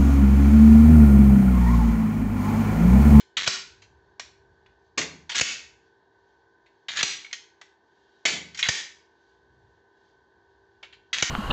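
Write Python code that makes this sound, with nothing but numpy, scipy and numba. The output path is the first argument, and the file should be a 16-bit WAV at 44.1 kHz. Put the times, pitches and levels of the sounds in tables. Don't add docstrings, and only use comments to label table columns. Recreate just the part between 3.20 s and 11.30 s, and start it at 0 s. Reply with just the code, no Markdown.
import sys
import numpy as np
from scipy import signal
from scipy.fft import rfft, irfft
from scipy.io import wavfile
from numba import njit

SR = 44100
rng = np.random.default_rng(int(sys.argv[2]) if len(sys.argv) > 2 else 0)


def materialize(psi):
    bounded = np.clip(np.atleast_2d(psi).T, -1, 1)
    quanta = np.round(bounded * 32767).astype(np.int16)
    wavfile.write(sys.argv[1], SR, quanta)


N = 357210
T = np.arange(N) / SR
RING_T = T[:SR]

# (frequency [Hz], level [dB])
HUM_TONES = [(102.3, -88), (339.1, -76.5), (393.0, -71), (452.2, -76.5), (877.5, -83.5), (952.8, -78.5),
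             (1017, -80), (1513, -73), (1637, -85.5), (1793, -81.5)]
# (frequency [Hz], relative spectral level [dB])
AIR_SPECTRUM = [(25, -31.5), (100, -9.5), (190, -5), (260, -3.5), (400, 3), (560, -5.5), (930, 2),
                (1380, -17), (1540, 3), (1800, -7), (2400, -31.5), (7500, -50)]
HISS_SPECTRUM = [(1500, -22.5), (2200, -2.5), (2500, -8.5), (3100, 1), (4300, 2.5), (5200, -6), (6500, -7),
                 (8000, -18)]
RUMBLE_SPECTRUM = [(25, -29), (60, 5.5), (115, -1.5), (200, -13), (600, -44.5)]
# (centre [s], half width [s], level [dB])
HISS_SWELLS = [(4.95, 0.17, -73), (6.08, 0.13, -77), (6.88, 0.058, -75.5)]
RUMBLE_SWELLS = [(0.65, 0.27, -64), (1.35, 0.2, -63.5), (2.1, 0.34, -64), (6.4, 0.16, -68),
                 (7.45, 0.46, -71.5)]
# (frequency [Hz], relative spectral level [dB])
WALL_SPECTRUM = [(60, -2), (300, 5), (800, -7), (1600, -2), (3000, -1.5), (4500, 0.5), (6500, 0), (8400, 1)]
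STEEL_SPECTRUM = [(60, -38), (200, -25), (400, -20), (700, -9.5), (1200, -9), (1700, -2.5), (2300, -0.5),
                  (3500, -2), (4800, -3), (6700, -0.5), (7600, -6.5), (8400, -13)]
SCRAPE_SPECTRUM = [(60, -33.5), (300, -28), (1000, -14.5), (1700, 3), (2200, 0), (3500, 3), (4800, -9.5),
                   (6700, -8), (8400, -21.5)]
BOOM_SPECTRUM = [(30, -31), (70, -16), (150, 2.5), (400, -1), (800, -1), (1500, -10), (4000, -31.5)]
# (frequency [Hz], relative level [dB])
LATCH_RING = [(1141, -6.5), (1636, -7.5), (1754, -7.5), (1868, 4.5), (1954, -2), (2045, -3.5), (2126, 1.5),
              (2217, 2), (2314, -1.5), (2535, -8.5), (2777, -1.5), (3025, -3), (3294, -5.5), (3429, 0),
              (3590, -2), (3800, -6), (3892, -5.5), (3983, -3), (4242, -3.5), (4441, -3), (4635, -7.5),
              (5431, -5), (5544, -6.5), (5883, -13), (5996, -6.5), (6115, -5.5), (6212, -1), (6508, -2),
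              (6669, -5.5), (6896, -10)]
# (frequency [Hz], relative level [dB])
BOLT_RING = [(1960, -2), (2150, -2), (2830, -5), (3235, 1), (3440, -2), (3650, 1.5), (3914, -3.5),
             (4250, -8.5)]
# (frequency [Hz], relative level [dB])
PANEL_RING = [(78, -12.5), (112, -17.5), (135, -10), (161, -4.5), (186, -3.5), (228, -1), (268, -6),
              (310, 4), (345, -0.5), (395, 3.5), (432, 4.5), (492, -10.5), (565, -5.5)]
# (frequency [Hz], relative level [dB])
THUMP_TONES = [(75, -8), (135, 3), (215, -3), (340, -1.5), (490, 5.5), (660, 6.5), (880, 0)]
# (time [s], level [dB], pitch [Hz])
HINGE_SLIPS = [(4.046, -29, 2244), (4.063, -36.5, 2250), (4.111, -35.5, 2230)]
# (time [s], level [dB], treble [dB], body [dB])
HINGE_HITS = [(0.9954, -25, -6, 5), (1.4607, -51, -17.5, 9.5), (4.128, -20.5, -5.5, -7),
              (4.4127, -36, -10, 6)]
# (time [s], level [dB], treble [dB], body [dB])
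LINK_HITS = [(0.0004, -43.5, -7.5, -4), (0.168, -17.5, -10, -9), (0.1939, -26.5, -9, -13),
             (0.2642, -21.5, -9.5, -7), (0.6183, -44.5, -7, -6), (1.8101, -21.5, -8, -19.5),
             (2.0933, -25, -5, -3), (2.1162, -26.5, -10, 1.5), (2.1455, -21.5, -11.5, -5.5),
             (2.1544, -24, -1, -5), (3.4594, -51.5, -18.5, -1), (3.683, -23.5, -15.5, -6),
             (3.769, -19, -7, -16), (3.7897, -19, -13.5, -22), (5.0781, -13.5, -5, -5.5),
             (5.3447, -34, -7.5, -12.5), (5.373, -32, -3, -7), (5.389, -24, -1, -11),
             (5.4265, -17.5, -17, -15), (5.453, -18.5, -19.5, -12.5), (7.6277, -33, -22, 0.5),
             (7.7251, -42, -20, 1), (7.9285, -20, -7.5, -18)]
# (time [s], level [dB], treble [dB], panel level [dB])
FRAME_HITS = [(1.775, -16.5, -4.5, -34.5), (5.052, -7, -5.5, -32.5)]
# (start [s], jolt level [dB], scrape level [dB], scrape growth [dB],
# scrape treble [dB], stop [s], bang level [dB], thump level [dB])
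BOLT_THROWS = [(0.168, -26, -29.5, -8.5, 1.5, 0.274, -5.5, -10),
               (2.150, -28.5, -24, 1.5, 7.5, 2.210, -1.5, -4.5),
               (3.684, -20.5, -46.5, 20, -0.5, 3.828, -6, -10), (5.427, -5, -27, -7, -1.5, 5.486, -4, -3.5),
               (7.93, -15, -35, 5, 0.5, 8.0235, 3, 2)]


def undb(db):
    return 10 ** (np.asarray(db) / 20)


def unit(x):
    return x / np.sqrt(np.mean(x ** 2))


def fade(t60):
    return np.exp(-np.log(1000) * RING_T / t60)


def add(track, s, sound):
    start = max(int(s * SR), 0)
    track[start:start + len(sound)] += sound[:N - start]


def walk(rate_hz):
    knots = np.arange(0, T[-1] + 1, 1 / rate_hz)
    return np.interp(T, knots, rng.standard_normal(len(knots)))


def swells(rows, steady_db):
    power = sum((undb(db) * np.exp(-.5 * ((T - s) / width_s) ** 2)) ** 2 for s, width_s, db in rows)
    return np.sqrt(undb(steady_db) ** 2 + power)


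def noise(spectrum, size, ripple_db=0, ripple_hz=100):
    hz, db = np.transpose(spectrum)
    f = np.maximum(np.fft.rfftfreq(size, 1 / SR), 1)
    ripples = np.interp(f / ripple_hz, np.arange(512), rng.standard_normal(512))
    shape = undb(np.interp(np.log(f), np.log(hz), db) + ripple_db * ripples)
    return unit(irfft(rfft(rng.standard_normal(size)) * shape, size))


def shelf(x, hz, db, kind):
    edge = 1 / (1 + (np.fft.rfftfreq(len(x), 1 / SR) / hz) ** 8)
    cepstrum = irfft(np.log(undb(db)) * (edge if kind == "low" else 1 - edge), len(x))
    cepstrum[1:len(x) // 2] *= 2
    cepstrum[len(x) // 2 + 1:] = 0
    return irfft(rfft(x) * np.exp(rfft(cepstrum)), len(x))


def ring(modes, t60, slope, scatter_db, detune):
    hz, db = np.transpose(modes)[:, :, None]
    size, sign, shift = rng.standard_normal((len(modes), 3)).T[:, :, None]
    gain = undb(db + scatter_db * size) * np.sign(sign)
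    waves = np.sin(2 * np.pi * hz * (1 + detune * shift) * RING_T, dtype=np.float32)
    decay = np.exp(-np.log(1000) * RING_T / t60 * (hz / hz[0]) ** slope, dtype=np.float32)
    return np.sum(gain * waves * decay, axis=0) / np.sqrt(np.sum(gain ** 2))


def background():
    tones = np.zeros(N)
    for hz, db in HUM_TONES:
        amplitude = np.sqrt(2) * undb(db + 2 * walk(5.6))
        tones += amplitude * np.sin(2 * np.pi * np.cumsum(hz + 2.5 * walk(16)) / SR)
    air = undb(-66.5 + .7 * walk(4)) * noise(AIR_SPECTRUM, N)
    hiss = unit(sum(noise(HISS_SPECTRUM, N, ripple_db=4.5, ripple_hz=80) * undb(3.5 * walk(9))
                    for _ in range(6)))
    hiss *= swells(HISS_SWELLS, steady_db=-79.5)
    rumble = noise(RUMBLE_SPECTRUM, N) * undb(1.8 * walk(3.7))
    rumble *= swells(RUMBLE_SWELLS, steady_db=-80)
    return tones + air + hiss + rumble


def room(x, wet_db, t60, treble_t60):
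    lowpass = signal.butter(2, 4500, fs=SR, output="sos")
    highpass = signal.butter(2, 4500, "high", fs=SR, output="sos")
    wet = np.zeros(N)
    for start in range(0, N, SR):
        echoes = noise(WALL_SPECTRUM, SR)
        lows = signal.sosfilt(lowpass, echoes) * fade(t60)
        highs = signal.sosfilt(highpass, echoes) * fade(treble_t60)
        tail = (lows - highs) * (1 - fade(0.017))
        tail /= np.sqrt(np.sum(tail ** 2))
        add(wet, start / SR, signal.fftconvolve(x[start:start + SR], tail))
    return x + undb(wet_db) * wet


def hinge_chirps():
    out = np.zeros(N)
    sag = 1 + 0.025 * (2 * fade(0.018) - 1)
    for s, db, hz in HINGE_SLIPS:
        note = np.sin(2 * np.pi * np.cumsum(hz * sag) / SR) + undb(-5) * noise(SCRAPE_SPECTRUM, SR)
        add(out, s, undb(db) * note * (1 - fade(0.0093)) * fade(0.032))
    return out


def steel_impact(rise_s, chatter_s, crack_t60, jangle_db, jangle_t60, modes_db, modes_t60):
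    chatter = np.minimum(fade(crack_t60) * undb(60 * chatter_s / crack_t60), 1)
    crack = noise(STEEL_SPECTRUM, SR, ripple_db=3.5, ripple_hz=222.1) * chatter
    jangle = noise(STEEL_SPECTRUM, SR) * undb(jangle_db) * fade(jangle_t60)
    tones = undb(modes_db) * ring(LATCH_RING, modes_t60, slope=0.16, scatter_db=0, detune=0.00036)
    return (crack + jangle + tones) * (1 - np.exp(-RING_T / rise_s))


def hinge_knocks():
    out = np.zeros(N)
    for s, db, treble_db, body_db in HINGE_HITS:
        tick = steel_impact(rise_s=0.0017, chatter_s=0.0016, crack_t60=0.033,
                            jangle_db=-16.5, jangle_t60=0.17, modes_db=-6, modes_t60=0.08)
        tick = shelf(tick, 5200, treble_db, "high")
        add(out, s, undb(db) * shelf(tick, 1150, body_db, "low"))
    return out


def link_clacks():
    out = np.zeros(N)
    gentle_db = -36
    for s, db, treble_db, body_db in LINK_HITS:
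        rise_s = 0.0021 * undb(.5 * max(gentle_db - db, 0))
        chatter_s = 0.0022 * undb(0.12 * (db - gentle_db))
        clack = steel_impact(rise_s, chatter_s, crack_t60=0.1,
                             jangle_db=-17.5, jangle_t60=0.18, modes_db=-8.5, modes_t60=0.089)
        clack = shelf(clack, 4800, treble_db, "high")
        add(out, s, undb(db) * shelf(clack, 840, body_db, "low"))
    return out


def door_shuts():
    out = np.zeros(N)
    for s, db, treble_db, panel_db in FRAME_HITS:
        blow = steel_impact(rise_s=0.0049, chatter_s=0.0084, crack_t60=0.083,
                            jangle_db=-5.5, jangle_t60=0.18, modes_db=-13.5, modes_t60=.13)
        add(out, s, undb(db) * shelf(blow, 4400, treble_db, "high"))
        panel = ring(PANEL_RING, t60=1.9, slope=0.99, scatter_db=1, detune=0.006)
        boom = noise(BOOM_SPECTRUM, SR) * fade(0.44)
        add(out, s, undb(panel_db) * (panel + boom))
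    return out


def bolt_jolts():
    out = np.zeros(N)
    for start, db, *_ in BOLT_THROWS:
        jolt = ring(BOLT_RING, t60=0.05, slope=0.15, scatter_db=3.5, detune=0.014) * (1 - fade(0.0085))
        add(out, start, undb(db) * jolt)
    return out


def bolt_scrapes():
    out = np.zeros(N)
    contacts_per_s, coast_s = 1100, 0.0098
    for start, _, db, growth_db, treble_db, stop, *_ in BOLT_THROWS:
        travel = RING_T / (stop - coast_s - start)
        pressure = undb(db + growth_db * np.minimum(travel, 1)) * (travel < 1)
        touches = rng.random(SR) < contacts_per_s / SR
        contacts = touches * undb(6.7 * rng.standard_normal(SR)) * rng.choice([-1, 1], SR)
        grit_power = np.abs(signal.fftconvolve(contacts ** 2, fade(0.0087) ** 2)[:SR])
        grit = noise(SCRAPE_SPECTRUM, SR) * np.sqrt(grit_power)
        latch = ring(LATCH_RING, t60=0.045, slope=.4, scatter_db=-1.5, detune=.001)
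        singing = signal.fftconvolve(contacts, latch)[:SR]
        scrape = unit(grit) + undb(-5) * unit(singing)
        add(out, start, pressure * shelf(scrape, 4800, treble_db, "high"))
    return out


def bolt_stops():
    bangs, thumps = np.zeros(N), np.zeros(N)
    for *_, stop, bang_db, thump_db in BOLT_THROWS:
        bang = steel_impact(rise_s=0.0022, chatter_s=0.0047, crack_t60=0.032,
                            jangle_db=-17.5, jangle_t60=0.34, modes_db=-16, modes_t60=0.31)
        bang = shelf(bang, 6400, -3.5, "high")
        panel = ring(PANEL_RING, t60=0.55, slope=0.71, scatter_db=8.5, detune=0.012)
        add(bangs, stop, undb(bang_db) * (bang + undb(-32) * panel))
        thump = ring(THUMP_TONES, t60=.045, slope=.4, scatter_db=1, detune=.05) * (1 - fade(.008))
        add(thumps, stop + .002, undb(thump_db) * thump)
    return bangs, thumps


def scene():
    bangs, thumps = bolt_stops()
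    direct = (bangs + link_clacks() + hinge_knocks() + bolt_jolts() + bolt_scrapes()
              + hinge_chirps() + door_shuts())
    reverberant = room(direct, wet_db=-7, t60=0.44, treble_t60=0.32)
    return (reverberant + thumps + background())[None]


@njit
def envelope(x, attack, release):
    out, level = np.empty(len(x)), 0.
    for i in range(len(x)):
        size = abs(x[i])
        level += (size - level) * (attack if size > level else release)
        out[i] = level
    return out


def limiter(x, ceiling_db, attack_s, release_s):
    size = envelope(x, 1 / (attack_s * SR), 1 / (release_s * SR))
    ahead = np.interp(T + .001, T, size)
    return x / np.maximum(ahead / undb(ceiling_db), 1)


def record(dry):
    held = limiter(dry[0], ceiling_db=-14.5, attack_s=0.00098, release_s=.06)
    peak = undb(-5.5)
    rounded = peak * np.tanh(held / peak)
    bass_cut = signal.sosfilt(signal.butter(4, 52, "high", fs=SR, output="sos"), rounded)
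    treble_cut = signal.sosfilt(signal.butter(12, 7800, fs=SR, output="sos"), bass_cut)
    return signal.sosfilt(signal.cheby1(10, .2, 8000, fs=SR, output="sos"), treble_cut)[None]


dry = scene()
out = record(dry)
materialize(out)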